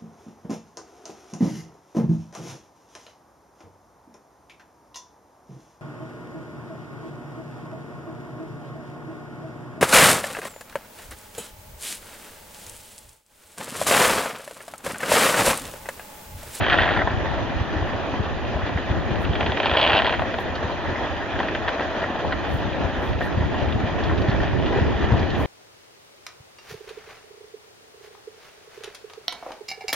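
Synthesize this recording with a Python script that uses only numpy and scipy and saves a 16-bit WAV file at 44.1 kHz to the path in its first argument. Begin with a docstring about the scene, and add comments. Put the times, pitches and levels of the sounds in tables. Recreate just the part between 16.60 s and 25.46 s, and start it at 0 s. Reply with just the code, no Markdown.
"""A landslide pours into the sea far below: churning earth and water make a steady roar. Trees and timber snap,
each break sounding through three coloured bands, and twice they split in a long run of small slips. Small
debris crackles, thin twigs tick, and the breaking wood echoes off the slope. Wind buffets and thumps both
microphone openings, and something close by rustles faintly."""
import sys
import numpy as np
from scipy import signal
from scipy.fft import rfft, irfft, next_fast_len
from scipy.io import wavfile
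from scipy.ndimage import uniform_filter1d, map_coordinates

SR = 44100
rng = np.random.default_rng(int(sys.argv[2]) if len(sys.argv) > 2 else 0)


def store_wav(level_fs):
    """Save 16-bit WAV to argv[1]."""
    pcm = np.round(np.clip(np.atleast_2d(level_fs), -1, 1) * 32767)
    wavfile.write(sys.argv[1], SR, pcm.T.astype(np.int16))


N = 390726


def amp(db):
    """Turn decibels into a gain to multiply by."""
    return 10 ** (np.asarray(db) / 20)


def unit(x):
    """Scale a signal to an average (rms) strength of 1."""
    return x / np.sqrt(np.mean(x ** 2) + 1e-20)


def along(points, hz):
    """Read between (f/Hz, value) points on a log frequency axis."""
    freqs, values = np.transpose(points)
    return np.interp(np.log(hz + 1), np.log(freqs + 1), values)


def curves(rows):
    """One value per sample for each column after the time."""
    times, *columns = np.transpose(rows)
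    return [np.interp(np.arange(N) / SR, times, column) for column in columns]


def wobble(rate):
    """A smooth curve through `rate` random values a second."""
    return map_coordinates(rng.standard_normal(int(N * rate / SR) + 4), [np.arange(N) * rate / SR])


def filtered(x, response):
    """Multiply each frequency in x by response(hz)."""
    size = next_fast_len(N + SR // 2)
    return irfft(rfft(x, size) * response(np.fft.rfftfreq(size, 1 / SR)), size)[..., :N]


def rush(spectrum, likeness, patchy_db):
    """Stereo noise of strength 1 with random louder and softer patches in time and pitch."""
    cells = signal.stft(rng.standard_normal((2, N + 512)), nperseg=512)[2]
    patches = uniform_filter1d(rng.standard_normal(cells.shape[1:]), size=6, axis=0)
    patches = uniform_filter1d(patches, size=10, axis=1)
    pair = signal.istft(cells * amp(patchy_db * unit(patches)), nperseg=512)[1][:, :N]

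    def colour(hz):
        angle = np.arccos(np.clip(along(likeness, hz), -1, 1)) / 2  # 0 makes left and right the same
        return amp(along(spectrum, hz)) * [np.cos(angle), np.sin(angle)]
    mid, side = filtered(pair, colour)
    return unit(np.array([mid + side, mid - side]))


def rattle(blows, t60):
    """Noise that jumps at each blow, then fades by 60 dB in t60 seconds."""
    fade = amp(-60 / (t60 * SR))
    return signal.lfilter([1], [1, -fade], blows) * rng.standard_normal(N)


def slide():
    """Earth and water churn; tumbling debris roughens the roar in soft-edged swells."""
    # strength of the roar: t/s, level/dB
    loudness = [(0, -27), (.7, -28), (2.3, -29.5), (3, -27), (3.8, -28), (5.3, -28), (6.6, -29),
                (8.5, -27.5), (8.86, -29)]
    # tone of the roar: f/Hz, level/dB
    spectrum = [(88, -39.5), (150, -9), (276, -2), (356, -2), (475, -6), (515, -3), (655, -1), (1240, -10),
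                (1550, -11), (1750, -7), (1940, -9), (2160, -19.5), (2450, -13.5), (2650, -18), (3050, -16),
                (3600, -19.5), (3800, -23.5), (4150, -23.5), (4400, -32.5), (4680, -27), (5090, -32.5),
                (6900, -35.5), (8970, -77.5), (15200, -120)]
    # how alike left and right are: f/Hz, likeness (1 = the same)
    likeness = [(60, 0.23), (180, 1), (550, 0.87), (1650, 0.64), (3500, 0.62), (4970, 0.13), (6500, .05)]
    roar_db, = curves(loudness)
    knocks = (rng.random(N) < 60 / SR) * rng.uniform(0, .35, N)  # about 60 a second
    t = np.arange(SR // 10) / SR
    swell = amp(-60 * t / 0.12) * (1 - np.exp(-t / 0.00069)) ** 2
    tumble = 1 + signal.fftconvolve(knocks, swell)[:N]
    churn = tumble * rush(spectrum, likeness, patchy_db=1.39)
    return amp(roar_db + 0.26 * wobble(5.5)) * unit(churn)


def wind():
    """Swirling air buffets each microphone, brighter as it grows; the strongest swirls thump."""
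    # strength of the buffeting: t/s, level/dB
    loudness = [(0, -28), (.42, -28.5), (1.0, -29), (1.73, -29), (2.3, -29), (2.8, -26), (3.0, -31),
                (3.3, -30.5), (3.6, -31.5), (4.64, -32), (5.5, -34.5), (5.85, -27.5), (6.46, -28),
                (6.78, -25), (7.2, -25.5), (7.38, -25.5), (7.72, -24.5), (7.92, -25.5), (8.1, -25),
                (8.3, -25), (8.52, -25), (8.86, -25.5)]
    # tone of the buffeting: f/Hz, level/dB
    spectrum = [(12, -48.5), (20, -11.5), (81, 2.5), (161, -7), (244, -9), (341, -9), (447, -14.5),
                (900, -31.5), (1170, -55.5), (1980, -120)]
    # the strongest swirls: t/s, level/dB, f/Hz
    thumps = [(0.009, -18.5, 95), (.5, -20, 90), (.53, -19.5, 90), (0.564, -16, 89.4), (.61, -21.5, 85),
              (.2, -19, 70), (.43, -20, 75), (0.813, -23.5, 98.4), (0.951, -19, 64), (1, -15.5, 85),
              (1.151, -21, 66.5), (1.209, -16.5, 79.4), (1.34, -25, 85), (1.516, -23.5, 75.3),
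              (1.59, -17, 103.6), (1.88, -25, 110), (1.942, -19, 70), (2.025, -18.5, 85.6),
              (2.146, -15.5, 84), (2.296, -15, 77.3), (2.36, -20.5, 94.4), (2.45, -22, 86),
              (2.501, -18.5, 111), (2.687, -13, 80.3), (2.818, -26.5, 80), (2.881, -22, 83.3),
              (3.111, -19.5, 74.5), (3.327, -19, 86.4), (4.035, -20, 87), (5.75, -22.5, 65.4),
              (5.935, -18, 101.6), (6.24, -21, 70.7), (6.371, -19.5, 70.3), (6.544, -21, 78),
              (6.766, -15, 98), (6.796, -14, 82.5), (6.83, -14, 81.3), (7.062, -19, 76.6),
              (7.142, -14.5, 97), (7.228, -17, 100), (7.31, -22.5, 80), (7.425, -19, 62.5),
              (7.514, -22.5, 99.5), (7.599, -14.5, 87.5), (7.678, -11, 110.7), (7.735, -19, 62),
              (7.799, -19, 54.5), (7.98, -22.5, 82), (8.105, -19, 404), (8.157, -14.5, 394),
              (8.183, -12.5, 445), (8.205, -11.5, 83.6), (8.345, -20, 60), (8.4, -19.5, 108.6),
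              (8.427, -17, 67.5), (8.512, -8.5, 102), (8.532, -12, 94.5), (8.6, -16.5, 90),
              (8.802, -19, 212), (8.819, -20, 70)]
    veer_db, flutter_hz, octave_db = 1.5, 150, -9
    level_db, = curves(loudness)
    pan_db = veer_db * wobble(3.8)  # drifts slowly between left and right
    lean_db = np.array([pan_db, -pan_db]) / 2
    slow, fast = (np.array([wobble(rate), wobble(rate)]) for rate in (16, 35))
    lumps = amp(2.14 * slow + 1.63 * fast)
    buffet = unit(lumps * rush(spectrum, likeness=[(30, -0.13)], patchy_db=0.5))
    flutter = filtered(buffet, lambda hz: 1 / (1 + (flutter_hz / (hz + 1)) ** 4))
    buffet += (amp(level_db - level_db.mean()) - 1) * flutter  # the highs grow faster than the lows
    out = np.pad(amp(level_db + lean_db) * buffet, ((0, 0), (0, SR)))
    for s, db, hz in thumps:
        start, cycles = round(s * SR), 2.66 * (hz / 90) ** 0.37
        t = np.arange(round(cycles / hz * SR)) / SR
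        phase = 2 * np.pi * hz * t + rng.uniform(0, 2 * np.pi)
        # the lower the thump, the more the two sides are out of step
        phase = phase + rng.normal(0, 0.65 * np.sqrt(90 / hz), (2, 1))
        side_db = db + lean_db[:, [start]] + rng.normal(0, 1, (2, 1))
        tone = np.sin(phase) + amp(octave_db) * np.sin(2 * phase)
        out[:, start:start + len(t)] += amp(side_db) * np.hanning(len(t)) * tone
    return out[:, :N]


def rustle():
    """A thin, high hiss close by that swells briefly now and then."""
    # brief swells: t/s, level/dB, length/s
    rustles = [(1.285, -69.5, 0.022), (2.624, -61.5, 0.062), (3.607, -74, 0.045), (3.81, -61, 0.066),
               (5.943, -60.5, .14), (6.454, -65.5, 0.15), (6.649, -58.5, .09), (7.614, -66.5, 0.022),
               (8.822, -58.5, 0.11)]
    # tone of the hiss: f/Hz, level/dB
    spectrum = [(6500, -21.5), (7800, -7.5), (9500, -5), (11700, -0.5), (14500, -5), (15700, -6)]
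    hiss_db, t = -74.5, np.arange(N) / SR
    swells = sum(amp(db) * np.exp(-8 * ((t - s) / length) ** 2) for s, db, length in rustles)
    flicker = amp(1.2 * wobble(150))
    return (amp(hiss_db) + swells) * flicker * rush(spectrum, likeness=[(9000, .8)], patchy_db=1.5)


def snap_colour(force, band):
    """A force sounds through one band of fixed resonant peaks (0 thud, 1 crack, 2 bright edge); distance dulls
    it."""
    # resonant peaks, one list per band: f/Hz, width/Hz, level/dB
    resonances = [
        [(634, 224, 5.5), (1030, 155, 4.5)],
        [(1364, 305, -4), (1880, 197, 1)],
        [(2480, 424, 12.5), (3240, 605, 15.5), (4480, 1240, 3.5)],
    ]

    def ring(hz):
        return sum((-1) ** k * amp(db) * 1j * hz * width / (centre ** 2 - hz ** 2 + 1j * hz * width)
                   for k, (centre, width, db) in enumerate(resonances[band]))
    return filtered(force, lambda hz: ring(hz) / (1 + 1j * hz / 4200) ** 4)


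def splits():
    """A trunk's fibres let go in uneven slips, each a small break and rattle of its own size."""
    # one list per splitting trunk: t/s, crack level/dB, thud over crack/dB, edge over crack/dB
    trunks = [
        [(0, -21.5, 3, -8), (.07, -32, -7.5, -5), (.13, -23, -1.5, -4.5), (.18, -31, 2.5, 1),
         (.192, -24.5, -12, -4), (.26, -25.5, 0, -8), (.33, -27.5, -4, -4.5), (.44, -26.5, -13, -14)],
        [(3.0, -38, 1, 1), (3.12, -32, 1.5, 2), (3.22, -33.5, 6.5, 4), (3.3, -33, 6, -5), (3.4, -33, 5, 1),
         (3.44, -41.5, 3, 2), (3.5, -39, 5, 2), (3.58, -35, 1, 1)],
    ]
    slips_per_s, pace_spread_db, size_spread_db = 100, 1.2, 2
    out, t = np.zeros(N), np.arange(N) / SR
    for rows in trunks:
        crack_db, thud_db, edge_db = curves(rows)
        count = np.cumsum(slips_per_s / SR * amp(pace_spread_db * wobble(60)))
        slips = np.diff(np.floor(count), prepend=0) * amp(size_spread_db * rng.standard_normal(N))
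        force = rattle(slips, t60=0.053) + 0.89 * slips
        fade = np.clip(np.minimum(t - rows[0][0] + 0.012, rows[-1][0] - t) / 0.039, 0, 1)
        bands = [unit(snap_colour(force, band)) * amp(db) for band, db in enumerate([thud_db, 0, edge_db])]
        out += fade * amp(crack_db) * sum(bands)
    return out


def crackle():
    """Small debris breaks at random throughout; each band has its own breaks."""
    # strength of the crackle: thud/dB, crack/dB, edge/dB
    levels = [-42.5, -47, -51]
    breaks_per_s, spread_db = 30, 2.5
    breaks = (rng.random((3, N)) < breaks_per_s / SR) * amp(spread_db * rng.exponential(size=(3, N)))
    return sum(amp(db) * unit(snap_colour(rattle(breaks[band], t60=0.048), band))
               for band, db in enumerate(levels))


def snaps():
    """Timber snaps: one sharp break and a dying rattle of fibres sound in all three bands."""
    # single snaps and their peak in each band: t/s, crack/dB, thud/dB, edge/dB
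    breaks = [(.0075, -26, -28, -21), (0.036, -23, -35, -21), (0.064, -18, -17.5, -18),
              (0.083, -15, -19, -17), (0.099, -10.5, -22, -11), (.114, -17, -25, -24),
              (0.1215, -12, -19.5, -22), (0.1275, -8, -23, -13), (.134, -14, -23, -20),
              (0.141, -8.5, -12.5, -24), (.153, -15, -22.5, -24), (0.187, -5.5, -13.5, -31),
              (.196, -13, -24, -24), (.205, -16, -14, -14.5), (0.2192, -17, -13.5, -14),
              (0.2127, -21, -17.5, -24), (0.23, -16, -19, -23), (0.237, -16, -25, -23),
              (0.2586, -23, -14, -20), (0.2771, -12.5, -23, -25), (.29, -15, -19, -20),
              (0.3, -11.5, -18, -27), (.31, -19, -16, -24), (0.3457, -16, -23.5, -27),
              (0.364, -15, -22, -28), (0.3902, -15.5, -19, -36), (0.418, -12.5, -14, -35),
              (0.4736, -17, -9.5, -27), (0.5058, -19.5, -30, -34), (0.6563, -24, -18, -40),
              (1.5386, -26, -18, -38), (2.092, -27, -21, -29), (2.175, -19.5, -46, -31),
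              (2.557, -22, -39, -26), (2.651, -36, -35, -21.5), (2.733, -24, -31, -24),
              (2.7533, -19, -33, -21), (2.808, -19, -19, -13.5), (2.829, -19, -21, -22),
              (2.862, -19, -19.5, -16.5), (2.8968, -23, -33, -29), (2.92, -26, -17, -15.5),
              (2.9725, -15, -18.5, -16), (3.0008, -17, -12.5, -11), (3.0317, -16, -20, -15),
              (3.0444, -15.5, -22, -25), (3.058, -21, -11.5, -11), (3.068, -19, -16.5, -16),
              (3.0954, -19, -17, -17), (3.1133, -18, -12.5, -15), (3.136, -20, -13, -19),
              (3.1507, -15.5, -11.5, -23), (3.1705, -13, -9.5, -9), (3.1835, -29, -19.5, -15),
              (3.198, -17, -15.5, -14), (3.214, -20, -24, -7.5), (3.22, -20, -19, -16),
              (3.2285, -18, -15, -8), (3.239, -21, -14, -10.5), (3.249, -19, -11, -9),
              (3.2647, -19, -12.5, -9), (3.275, -14.5, -21, -9), (3.2881, -21, -16.5, -16),
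              (3.297, -17, -13.5, -11.5), (3.3045, -13, -14.5, -10.5), (3.3196, -14, -13, -12),
              (3.3317, -9.5, -17, -9.5), (3.3397, -20, -18, -12), (3.35, -21, -9, -13),
              (3.3594, -19, -11, -14), (3.369, -26, -12, -11), (3.379, -18, -9, -11.5),
              (3.39, -25, -13, -9), (3.3989, -12, -14.5, -20), (3.4202, -13, -13, -12),
              (3.4462, -14, -14.5, -14.5), (3.457, -14, -19, -18), (3.4666, -16.5, -27, -12),
              (3.474, -24, -13, -17), (3.483, -27, -18.5, -21), (3.4943, -15, -20, -16),
              (3.506, -25, -16, -26), (3.525, -18, -17, -15.5), (3.538, -14.5, -21, -24),
              (3.548, -19, -25, -25), (3.594, -15, -13.5, -24), (3.62, -18.5, -13.5, -26),
              (3.741, -21, -19.5, -24), (3.7857, -28, -14, -27), (4.2067, -32, -24, -31),
              (4.3573, -21, -31, -40), (4.79, -21, -22, -24), (4.8018, -15.5, -14.5, -24),
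              (4.831, -18.5, -28, -24), (4.885, -17.5, -33, -23), (4.95, -17, -19.5, -20.5),
              (5.078, -21, -18.5, -25), (5.0824, -14.5, -15.5, -18), (5.089, -19, -20, -23),
              (5.1955, -18, -24, -28), (5.206, -24, -16, -32), (5.213, -20, -28, -32),
              (5.222, -21, -22, -29), (5.349, -30, -25, -36), (5.366, -25, -28, -33),
              (5.4188, -23, -25, -38), (5.429, -22, -23, -39), (5.4396, -18.5, -22, -37),
              (5.723, -15, -20.5, -24), (5.728, -21, -30, -30), (6.608, -23, -18, -28),
              (6.6136, -15.5, -26, -33), (6.9438, -27, -17, -34), (7.5116, -22, -19, -36),
              (7.715, -22, -29, -30), (7.802, -21, -35, -40), (7.816, -29, -23, -33),
              (7.931, -31, -24, -38), (7.998, -30, -20, -31), (8.061, -29, -21, -21),
              (8.3052, -34, -30, -35), (8.4419, -31, -21, -34), (8.6294, -25, -25, -28)]
    rattle_s, break_force, pitch_spread = 0.042, 8.8, .025
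    out, t = np.zeros(N + SR), np.arange(SR // 8) / SR
    rings = [snap_colour(signal.unit_impulse(N), band)[:len(t)] for band in range(3)]
    for s, crack_db, thud_db, edge_db in breaks:
        force = amp(-60 * t / rattle_s) * rng.standard_normal(len(t))
        force[0] += break_force
        for ring, db in zip(rings, [thud_db, crack_db, edge_db]):
            pitch = np.exp(rng.normal(0, pitch_spread))  # each snap's colour sits a little higher or lower
            snap = signal.fftconvolve(force, np.interp(t * pitch, t, ring))[:len(t)]
            out[round(s * SR):][:len(t)] += amp(db) * snap / np.abs(snap).max()
    return out[:N]


def hillside(x, t60, dull_hz):
    """Slope and trees scatter echoes, different at each microphone."""
    t = np.arange(SR // 2) / SR
    tail = rng.standard_normal((2, len(t))) * amp(-60 * t / t60)
    echoes = signal.fftconvolve(x[None], tail / np.linalg.norm(tail[0]), axes=1)[:, :N]
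    return filtered(echoes, lambda hz: 1 / (1 + 1j * hz / dull_hz))


def twigs():
    """Thin twigs break with short, bright ticks that have no body."""
    # breaking twigs: t/s, force/dB
    ticks = [(3.954, -14), (7.437, -16), (7.577, -21), (7.6176, -19), (7.685, -20), (7.699, -17),
             (7.805, -30), (8.52, -23), (8.5943, -18), (8.7035, -19)]
    fade_s, ring_hz, width_hz, dull_hz = 0.059, 4100, 3600, 5000
    force, t = np.zeros(N + SR), np.arange(SR // 20) / SR
    for s, db in ticks:
        force[round(s * SR):][:len(t)] += amp(db - 60 * t / fade_s) * rng.standard_normal(len(t))
    ring = lambda hz: 1j * hz * width_hz / (ring_hz ** 2 - hz ** 2 + 1j * hz * width_hz)
    return filtered(force[:N], lambda hz: ring(hz) ** 3 / (1 + 1j * hz / dull_hz) ** 4)


def scene():
    """The far slide and its timber lose their highest treble; wind and rustle are close."""
    far_top_hz, lead_s = 7034, 3e-5  # the slide reaches the left microphone first
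    timber = snaps() + splits() + twigs() + crackle()
    far = timber + amp(-10.0) * hillside(timber, t60=0.19, dull_hz=6000) + slide()
    left_first = lambda hz: np.exp(1j * np.pi * hz * lead_s * np.array([[1], [-1]]))
    far = filtered(far, lambda hz: left_first(hz) / (1 + (hz / far_top_hz) ** 70))
    return far + wind() + rustle()


def record(dry):
    """The two microphones differ a little in tone and keep nothing above top_hz."""
    # balance of the microphones: f/Hz, left minus right/dB
    balance = [(60, 1.5), (180, 0), (550, 1), (1650, -0.5), (4970, -2.5), (15000, 0.5)]
    top_hz, sides = 15750, np.array([[1], [-1]])
    return filtered(dry, lambda hz: amp(sides * along(balance, hz) / 2) * (hz < top_hz))


dry = scene()
out = record(dry)
store_wav(out)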